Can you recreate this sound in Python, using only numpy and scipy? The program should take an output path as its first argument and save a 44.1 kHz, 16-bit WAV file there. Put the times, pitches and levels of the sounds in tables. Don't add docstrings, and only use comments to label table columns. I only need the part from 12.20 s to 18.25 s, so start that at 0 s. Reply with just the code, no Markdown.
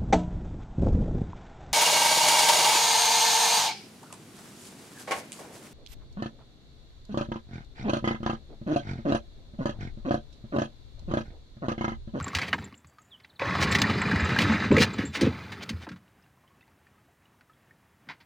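import sys
import numpy as np
from scipy import signal
from scipy.fft import rfft, irfft
from scipy.io import wavfile
from scipy.ndimage import uniform_filter1d

SR = 44100
rng = np.random.default_rng(int(sys.argv[2]) if len(sys.argv) > 2 else 0)


def master_out(mix):
    frames = np.transpose(np.atleast_2d(mix))
    ceiling = np.clip(frames, -1, 1)
    pcm = np.round(ceiling * 32767).astype(np.int16)
    wavfile.write(sys.argv[1], SR, pcm)


N = 266805
TIME = np.arange(N) / SR

# pitch_hz, level_db
HULL_MODES = [(84, 4.5), (106, 0), (140, 0.5), (178, 1), (222, 1.5), (288, 3), (340, -1.5), (430, -2.5),
              (492, -0.5), (535, -1)]
# frequency_hz, level_db
SPRAY_SPECTRUM = [(88, -37), (150, -2), (241, -7), (535, -17.5), (910, 2), (1280, -8), (1490, 0.5),
                  (1770, -4), (2140, -0.5), (2950, -15.5), (4680, -16), (8000, -40), (14000, -52)]


def undb(db):
    return 10 ** (np.asarray(db) / 20)


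def unit(x):
    return x / np.sqrt(np.mean(x ** 2) + 1e-18)


def add(out, start_s, x):
    i = max(int(start_s * SR), 0)
    out[i:i + len(x)] += x[:max(N - i, 0)]


def fade(t, t60):
    return np.exp(-np.log(1000) * t / max(t60, 1e-3))


def colour(x, spectrum, size=4096):
    hz, db = np.transpose(spectrum)
    bins = np.maximum(np.arange(size // 2 + 1) * SR / size, 1)
    gain = undb(np.interp(np.log(bins), np.log(hz), db))
    cepstrum = irfft(np.log(gain))
    cepstrum[1:size // 2] *= 2
    cepstrum[size // 2 + 1:] = 0
    return signal.fftconvolve(x, irfft(np.exp(rfft(cepstrum))))[:len(x)]


def resonate(x, hz, width_hz):
    return signal.lfilter(*signal.iirpeak(hz, hz / width_hz, fs=SR), x)


def passband(x, kind, hz, order=4):
    return signal.sosfilt(signal.butter(order, hz, kind, fs=SR, output="sos"), x)


def split(x, hz=3100):
    return passband(x, "low", hz), passband(x, "high", hz)


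def wander(rate_hz):
    step = int(SR / rate_hz)
    held = np.repeat(rng.standard_normal(N // step + 1), step)
    return unit(uniform_filter1d(held, step)[:N])


def grains(samples, per_s, spread_db):
    sizes = undb(spread_db * np.minimum(rng.exponential(size=samples), 4))
    return (rng.random(samples) < per_s / SR) * sizes * rng.standard_normal(samples)


def shell_ring(t60=0.055, crowd_db=-4):
    # pitch_hz, width_hz, level_db
    panel_modes = [(912, 48, -0.5), (1095, 77, 7.5), (1288, 55, 4.5), (1616, 91.8, -3), (1940, 330, -8),
                   (2360, 90, -8), (3945, 320, -1), (4580, 100, -2.5), (4690, 160, -2), (5170, 85, -6)]
    # frequency_hz, level_db
    grit_spectrum = [(250, -19), (500, 5), (720, 1.5), (1100, -5.5), (1900, 3), (2500, 1.5), (3200, -3),
                     (4500, -7), (6500, -11.5), (9000, -22), (12000, -28.5), (16000, -30.5)]
    t = TIME[:4096]
    tick = signal.unit_impulse(len(t))
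    crowd = rng.standard_normal(len(t)) * fade(t, t60)
    crowd = passband(crowd / np.linalg.norm(crowd), "high", 1330)
    panels = sum(undb(db) * resonate(tick, hz, width) for hz, width, db in panel_modes)
    return colour(tick + panels + undb(crowd_db) * crowd, grit_spectrum)


def shell(force):
    return signal.fftconvolve(force, shell_ring())


def slide(force, spots=9):
    out = np.zeros(N)
    for stretch in np.array_split(np.arange(N), spots):
        add(out, stretch[0] / SR, shell(force[stretch]))
    return out


def coarse_grit():
    pitches_hz = np.geomspace(850, 5000, 11)
    return unit(sum(resonate(grains(N, per_s=130, spread_db=.6), hz, 140) for hz in pitches_hz))


def grinding(attack_s=0.024, build_s=0.067, release_s=0.049, bite_db=5.5, bite_s=0.23):
    # start_s, length_s, level_db, sag_db_per_s, hollow_db, rumble_db, panel_db
    scrapes = [(0, 0.45, -48.5, 13.5, -1, 8.8, -16), (1.191, 1.264, -37, -1.5, -1.5, 6.8, 2.5),
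               (2.512, 0.37, -35.5, 53, -1.5, 9.4, -16.5), (2.95, 0.69, -46, 18.5, -1, 7.3, -6)]
    # frequency_hz, level_db
    rumble_spectrum = [(18, -57), (30, -22), (81, -3.5), (103, 2), (152, -4), (204, 2), (274, -8.5),
                       (312, -6.5), (346, -9.5), (399, -5.5), (650, -30.5), (840, -54), (1430, -120)]
    panel_hz, panel_width_hz, panel_s = 1095.6, 47, 0.6
    grip = undb(.8 * wander(80) + .6 * wander(14))
    sand = unit(grains(N, per_s=9000, spread_db=0)) + .45 * coarse_grit()
    body, hiss = split(slide(grip * sand))
    panel = resonate(grip * sand, panel_hz, panel_width_hz)
    panel = unit(resonate(panel, panel_hz, 2 * panel_width_hz))
    hollow, grind = map(unit, split(body, hz=1490))
    hiss = unit(passband(hiss, "low", 6500, order=1))
    contact_hiss = undb(-71) * grip * passband(rng.standard_normal(N), "high", 5950)
    jerks = grip * grains(N, per_s=1400, spread_db=0.2)
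    hull_ring = sum(undb(db - 11) * resonate(jerks, hz, width_hz=38) for hz, db in HULL_MODES)
    rumble = unit(colour(jerks + hull_ring, rumble_spectrum))
    out = np.zeros(N)
    for start, length, db, sag, hollow_db, rumble_db, panel_db in scrapes:
        age = np.maximum(TIME - start, 0)
        release = np.exp(-np.maximum(age - length, 0) / release_s)
        touch = (1 - np.exp(-age / attack_s)) * release
        shaking = (1 - np.exp(-age / build_s)) * release
        lost_db = sag * age
        singing = undb(panel_db) * np.exp(-(age / panel_s) ** 2) * panel
        boom = undb(hollow_db + bite_db * np.exp(-age / bite_s)) * hollow
        rasp = (grind + singing + boom) * undb(-lost_db)
        treble = hiss * undb(-7 - 0.69 * lost_db)
        shake = rumble * undb(rumble_db - 0.7 * lost_db)
        out += undb(db) * (touch * (rasp + treble) + shaking * shake) + touch * contact_hiss
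    return out


def river(level_db=-63):
    # frequency_hz, level_db
    wash_spectrum = [(15, -50.5), (25, -24), (32, -6), (105, 1.5), (263, -5), (476, -12), (695, -10.5),
                     (1260, -12.5), (1370, -13.5), (1840, -13.5), (2410, -19), (2610, -19.5), (4370, -31.5),
                     (6920, -30), (16000, -31.5)]
    low, high = split(colour(rng.standard_normal(N), wash_spectrum), hz=4530)
    flicker = undb(.3 * wander(3) + wander(25))
    return undb(level_db) * unit(low * flicker + high)


def bubble(t, hz, t60):
    return np.sin(2 * np.pi * hz * t * (1 + .8 * t)) * fade(t, t60)


def ripples(count=90, base_db=-68):
    out, t = np.zeros(N), TIME[:SR // 20]
    for when, pitch, strength in rng.random((count, 3)):
        hz = 800 * 5 ** pitch
        pop = bubble(t, hz, t60=55 / hz) * (1 - np.exp(-t / .001))
        add(out, when * N / SR, undb(base_db + 10 * strength - 5 * pitch) * pop)
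    return out


def knocks(t60=0.031, overtone_ratio=1.1, overtone_db=-7, rise_s=0.0016):
    # start_s, peak_db, pitch_hz, tick_db
    impacts = [(0.001, -24.5, 1146, -1.5), (0.01, -28.5, 1400, -3.5), (.044, -28, 1320, 8),
               (0.0677, -28, 1140, -7), (0.082, -25, 1500, 3), (0.103, -39, 1140, -10),
               (0.133, -28, 1140, -5), (0.142, -29, 1380, -1), (0.345, -26, 960, -4), (0.382, -34, 810, -2),
               (0.39, -32, 1390, 3), (0.425, -36, 1000, 3), (1.5204, -13.5, 2000, 2),
               (1.551, -12, 1973, -5), (1.64, -19.5, 1860, -11), (1.914, -19.5, 1630, -1),
               (1.96, -18, 1960, -1.5), (2.164, -16, 1630, -10), (2.1885, -10.5, 2960, 8),
               (2.517, -22, 1000, -7), (2.951, -27, 2050, -3)]
    out, t = np.zeros(N), TIME[:4096]
    for start, db, hz, tick_db in impacts:
        phase = 2 * np.pi * hz * t
        ring = (np.sin(phase) + undb(overtone_db) * np.sin(overtone_ratio * phase)) * fade(t, t60)
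        tick = shell_ring()
        knock = ring * (1 - np.exp(-t / rise_s)) + undb(tick_db) * tick / np.abs(tick).max()
        add(out, start, undb(db) * knock / np.abs(knock).max())
    return out


def bumps(reach_octaves=0.57, rise_s=0.001, panel_db=-2):
    # start_s, peak_db, pitch_hz, base_t60_s
    blows = [(0.006, -27, 115, 0.12), (0.067, -31, 258, 0.12), (0.155, -23.5, 85, 0.061),
             (0.219, -35, 236, 0.11), (0.334, -28, 183, 0.087), (0.348, -33.5, 296, .1),
             (0.39, -30.5, 104, 0.16), (0.523, -42, 238, 0.2), (0.644, -47, 113, 0.1),
             (1.213, -22.5, 567, 0.16), (1.404, -23, 114, 0.2), (1.553, -23, 186, 0.22),
             (1.62, -21, 184, 0.092), (1.691, -25.5, 207, 0.71), (1.853, -22, 195.8, 0.054),
             (1.931, -16, 204, 0.22), (1.957, -18, 116, 0.054), (2.022, -15.5, 89.5, 0.073),
             (2.182, -17.5, 215.5, 0.92), (2.294, -15.5, 215.8, 0.3), (2.455, -22.5, 207, 0.12),
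             (2.506, -10, 199.5, 0.047), (2.516, -7, 385, 0.094), (2.528, -16.5, 122, 0.16),
             (2.521, -18.5, 595, 0.27), (2.542, -11.5, 230, 0.27), (2.571, -9, 458.6, 0.15),
             (2.601, -11, 190, 0.077), (2.606, -18.5, 514, .1), (2.785, -16.5, 264, 0.056),
             (2.831, -22, 266, 0.15), (2.882, -32.5, 102, 0.15), (2.965, -31, 273, 0.63),
             (3.011, -13.5, 320, 0.17), (3.026, -8.5, 290.5, 0.19), (3.029, -14.5, 133, 0.2),
             (3.066, -15, 444, 0.072), (3.067, -12.5, 253, 0.12), (3.074, -25, 105, .14),
             (3.501, -26, 221, 0.16), (3.531, -26.5, 84, 0.19), (3.671, -33.5, 315, 0.1),
             (3.704, -34, 189, 0.26), (5.871, -47.5, 188.1, 0.066)]
    out, t = np.zeros(N), TIME[:SR // 3]
    for start, db, panel_hz, t60 in blows:
        ring = undb(panel_db) * np.sin(2 * np.pi * panel_hz * t) * fade(t, 1.3 * t60)
        for k, (hz, mode_db) in enumerate(HULL_MODES):
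            share = undb(mode_db) / (1 + (np.log2(hz / panel_hz) / reach_octaves) ** 2)
            ring += (-1) ** k * share * np.sin(2 * np.pi * hz * t) * fade(t, t60 * (200 / hz) ** 0.46)
        ring *= 1 - np.exp(-(t / rise_s) ** 2)
        add(out, start, undb(db) * ring / np.abs(ring).max())
    return out


def clinks(detune=.008, spot_spread_db=6, rise_s=0.00085):
    # start_s, peak_db, chatter_t60_s, ring_time_ratio
    swings = [(0.027, -36.5, 0.011, 0.33), (0.043, -30, 0.011, 0.48), (0.0786, -38.5, .025, 1.5),
              (0.3461, -52, .07, .4), (0.395, -56, .04, 1), (0.443, -41.5, 0.03, 0.5),
              (0.549, -58, 0.077, .4), (0.577, -51, .04, .15), (.6, -60, .04, .15),
              (0.669, -52.5, .1, 0.11), (.695, -59, .06, 0.27), (0.815, -56, 0.046, 0.18),
              (.845, -62, 0.21, .5), (1.514, -27.5, 0.0248, 1.2), (1.597, -37.5, .05, 0.93),
              (1.8164, -32, 0.029, 0.31), (2.002, -40, .03, .6), (2.046, -40, .03, .3),
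              (2.328, -40.5, .03, .6), (2.523, -40, .03, .6), (2.732, -41.5, 0.036, 0.65),
              (2.852, -35.5, .12, 1.1)]
    clip_modes = [(7480, -3.5, 0.053), (7340, -3.5, 0.025), (6980, -6.5, 0.0255), (13600, -26.5, .005)]
    out, t = np.zeros(N), TIME[:SR // 6]
    spots = rng.standard_normal((len(swings), len(clip_modes), 2))
    for (start, db, chatter_t60, freedom), spot in zip(swings, spots):
        ring = np.zeros(len(t))
        for (hz, mode_db, t60), (favour, shift) in zip(clip_modes, spot):
            tone = np.sin(2 * np.pi * hz * (1 + detune * shift) * t)
            ring += undb(mode_db + spot_spread_db * favour) * tone * fade(t, t60 * freedom)
        touches = grains(len(t), per_s=3500, spread_db=-0.5) * fade(t, chatter_t60)
        chatter = signal.fftconvolve(touches, ring * (1 - np.exp(-t / rise_s)))
        add(out, start, undb(db) * chatter / np.abs(chatter).max())
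    return out


def cracks():
    # start_s, peak_db, ping_hz, treble_db, t60_s
    fractures = [(0.08, -34.5, 1770, 12, 0.029), (0.149, -14, 1840, 2.5, 0.024),
                 (0.185, -15.5, 1840, -7, 0.049), (0.215, -20.5, 2300, -6, 0.1),
                 (0.329, -12, 1760, -17.5, 0.038), (0.383, -32.5, 1680, -17, 0.039),
                 (1.195, -24, 2420, -8.5, 0.01), (1.216, -21, 1050, -41, 0.071),
                 (1.271, -34, 1310, -18, 0.021), (1.351, -19, 1230, -19, 0.054),
                 (1.521, -16.5, 2010, 0, 0.061), (1.545, -19.5, 2100, 4, 0.1),
                 (1.55, -12.5, 2020, -2.5, 0.047), (1.585, -19, 1930, -4, 0.044),
                 (1.617, -9, 1810, 2.5, 0.022), (1.696, -18.5, 1160, -12.5, 0.089),
                 (1.815, -18, 1770, -30, 0.063), (1.822, -22, 1270, -35, 0.06),
                 (1.913, -16.5, 1730, -30, 0.048), (1.995, -19.5, 1690, -20.5, 0.096),
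                 (2.09, -23.5, 1983, -10.5, 0.08), (2.187, -10, 1950, 0.5, 0.033),
                 (2.217, -19, 2100, 5, 0.029), (2.294, -24, 2129, -30, 0.057),
                 (2.336, -23.5, 2160, -17.5, 0.15), (2.433, -26.5, 1850, -25.5, 0.054),
                 (2.513, -18.5, 2320, -19.5, .025), (2.566, -10, 1980, -13, .027),
                 (2.581, -12, 2360, -4, 0.059), (2.781, -23, 1770, -11.5, 0.25),
                 (2.949, -23, 2050, -25, 0.12), (3.009, -17.5, 1600, 5.5, 0.086),
                 (3.319, -26.5, 1740, -6, 0.094), (3.491, -21.5, 1920, 6, 0.048),
                 (3.667, -32.5, 970, -51, 0.067), (3.688, -32.5, 1750, -7.5, 0.05),
                 (3.715, -36.5, 1420, -12.5, 0.099), (3.76, -42.5, 1260, -10, 0.085)]
    out, t = np.zeros(N), TIME[:SR // 4]
    for start, db, hz, treble_db, t60 in fractures:
        force = grains(len(t), per_s=14000, spread_db=.8) * fade(t, t60) * (1 - np.exp(-t / .001))
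        light_touch = passband(force, "high", 700, order=2)
        ping = 1.5 * undb(-0.33 * treble_db) * resonate(force, hz, width_hz=380)
        body, hiss = split(shell(light_touch + ping))
        snap = unit(body) + undb(treble_db) * unit(hiss)
        add(out, start, undb(db) * snap / np.abs(snap).max())
    return out


def rasps():
    # centre_s, level_db, half_width_s, treble_db
    slips = [(0.167, -35.5, 0.012, -3), (0.23, -38, 0.028, -14), (0.285, -39.5, 0.0093, -4),
             (1.429, -27.5, 0.014, -2.5), (2.216, -28, 0.02, -8), (2.624, -24, 0.016, -0.5),
             (2.814, -38, 0.025, -32), (2.961, -36.5, 0.015, 0), (3.041, -35.5, 0.035, -13),
             (3.418, -42, 0.0096, -17), (3.434, -42, 0.0062, 0), (3.632, -48, 0.014, -7)]
    out = np.zeros(N)
    for centre, db, half_width, treble_db in slips:
        t = np.arange(-3 * half_width, 3 * half_width, 1 / SR)
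        body, hiss = split(shell(grains(len(t), per_s=5000, spread_db=0))[:len(t)])
        swell = np.exp(-(t / half_width) ** 2 / 2)
        add(out, centre + t[0], undb(db) * swell * (unit(body) + undb(treble_db) * unit(hiss)))
    return out


def slur(length_s, from_hz, to_hz, bend, crest):
    progress = np.linspace(0, 1, int(length_s * SR))
    hz = to_hz + (from_hz - to_hz) * (1 - progress) ** bend
    swell = np.sin(np.pi * np.interp(progress, [0, crest, 1], [0, .5, 1])) ** 2
    return np.sin(2 * np.pi * np.cumsum(hz) / SR) * swell


def echoes(x, envelope):
    tail = rng.standard_normal(len(envelope)) * envelope
    return signal.fftconvolve(x, tail / np.linalg.norm(tail))[:N]


def far_birds(woods_t60=.6):
    # start_s, length_s, from_hz, to_hz, level_db
    whistles = [(0.37, .12, 3660, 3460, -62), (0.64, .06, 4950, 4520, -68)]
    song = np.zeros(N)
    for start, length, from_hz, to_hz, db in whistles:
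        add(song, start, undb(db) * slur(length, from_hz, to_hz, bend=2, crest=.5))
    return echoes(song, fade(TIME[:SR], woods_t60))


def drips(bubble_db=-4.5, twin_db=-13):
    # start_s, base_db, pitch_hz, t60_s, tick_db
    drops = [(0.525, -39.5, 1120, 0.037, -6.5), (0.542, -33.5, 2850, 0.013, -15),
             (0.645, -44, 1128, 0.027, -6), (.784, -40.5, 1224, 0.075, -8), (1.0, -43.5, 2160, 0.015, -3.5),
             (1.046, -37.5, 1980, 0.032, -4), (3.879, -54, 2886, 0.017, -5),
             (4.024, -56, 5060, 0.028, -9.5), (4.039, -53, 2760, 0.032, -15), (4.062, -54, 1567, 0.038, -7),
             (4.173, -52, 991, .05, -20), (4.238, -55.5, 1030, 0.16, -22.5), (4.277, -51, 3050, 0.025, -11),
             (4.305, -55, 1077, 0.12, -17), (4.409, -48, 2600, 0.046, -6.5), (4.428, -48, 1980, .04, -23.5),
             (4.478, -53.5, 886, 0.08, -7), (4.588, -52.5, 1530, .04, -17),
             (4.668, -44.5, 1800, 0.028, -13.5), (4.744, -55, 1130, 0.055, -25),
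             (4.781, -53, 1263, 0.044, -21), (4.884, -55, 698, .1, -18), (5.055, -51.5, 2856, 0.034, -18),
             (5.209, -48, 1462, 0.035, -2.5), (5.296, -47.5, 1256, 0.095, -11),
             (5.334, -58, 3265, .04, -16.5), (5.509, -42, 1813, 0.041, -24)]
    out, t = np.zeros(N), TIME[:SR // 4]
    onset = 1 - np.exp(-t / .0005)
    for (start, db, hz, t60, tick_db), (lag, smaller) in zip(drops, rng.random((len(drops), 2))):
        spray = colour(rng.standard_normal(len(t)), SPRAY_SPECTRUM)
        tick = unit(resonate(spray, 4300, width_hz=5200)) * fade(t, t60=.045)
        twin = bubble(t, hz * (1.1 + .3 * smaller), .7 * t60)
        add(out, start, undb(db + bubble_db) * (bubble(t, hz, t60) + undb(tick_db) * tick) * onset)
        add(out, start + .012 * lag, undb(db + twin_db) * twin * onset)
    return out


def songbird(cliff_t60=.05, woods_t60=.6):
    # start_s, length_s, from_hz, to_hz, level_db, crest_fraction
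    whistles = [(0.772, 0.08, 6960, 6480, -67, .4), (0.898, 0.077, 4300, 2920, -44, .5)]
    # time_s, level_db
    trill_levels = [(1.03, -51), (1.16, -50.5), (1.22, -38.5), (1.48, -36), (1.73, -33)]
    trill_start_s, gap_s, slowing_s = 1.03, .06, .00033
    song = np.zeros(N)
    for start, length, from_hz, to_hz, db, crest in whistles:
        add(song, start, undb(db) * slur(length, from_hz, to_hz, bend=2.5, crest=crest))
    note = slur(length_s=.022, from_hz=4900, to_hz=3250, bend=1, crest=.66)
    for k in range(12):
        start = trill_start_s + k * (gap_s + k * slowing_s)
        add(song, start, undb(np.interp(start, *np.transpose(trill_levels))) * note)
    t = TIME[:SR]
    scattered = echoes(song, fade(t, cliff_t60) + .2 * fade(t, woods_t60))
    return .6 * song + .35 * scattered


def paddle_splash():
    # start_s, level_db, rise_s, t60_s, treble_db
    bursts = [(5.867, -61, 0.003, 0.11, 2), (5.887, -34, 0.0019, 0.13, 1.5),
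              (5.911, -36.5, 0.0041, 0.083, -6), (6.001, -46, 0.0091, 0.074, 10.5)]
    out, t = np.zeros(N), TIME[:SR // 4]
    for start, db, rise, t60, treble_db in bursts:
        droplets = grains(len(t), per_s=7000, spread_db=2.5)
        low, high = split(unit(colour(droplets, SPRAY_SPECTRUM)))
        envelope = fade(t, t60) * (1 - np.exp(-t / rise))
        add(out, start, undb(db) * (low + undb(treble_db) * high) * envelope)
    return out


def scene():
    kayak = grinding() + cracks() + rasps() + knocks() + bumps()
    sound = kayak + clinks() + drips() + paddle_splash() + songbird() + far_birds() + river() + ripples()
    return np.array([sound, sound])


def record(dry, port_hz=3900, port_width_hz=3000, bass_cut_hz=56, top_hz=16000):
    port = resonate(resonate(dry[0], port_hz, port_width_hz), port_hz, port_width_hz)
    side = undb(-8) * np.gradient(port)
    stereo = passband(dry + np.array([side, -side]), "high", bass_cut_hz)
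    return signal.sosfilt(signal.ellip(8, .2, 70, top_hz, fs=SR, output="sos"), stereo)


dry = scene()
out = record(dry)
master_out(out)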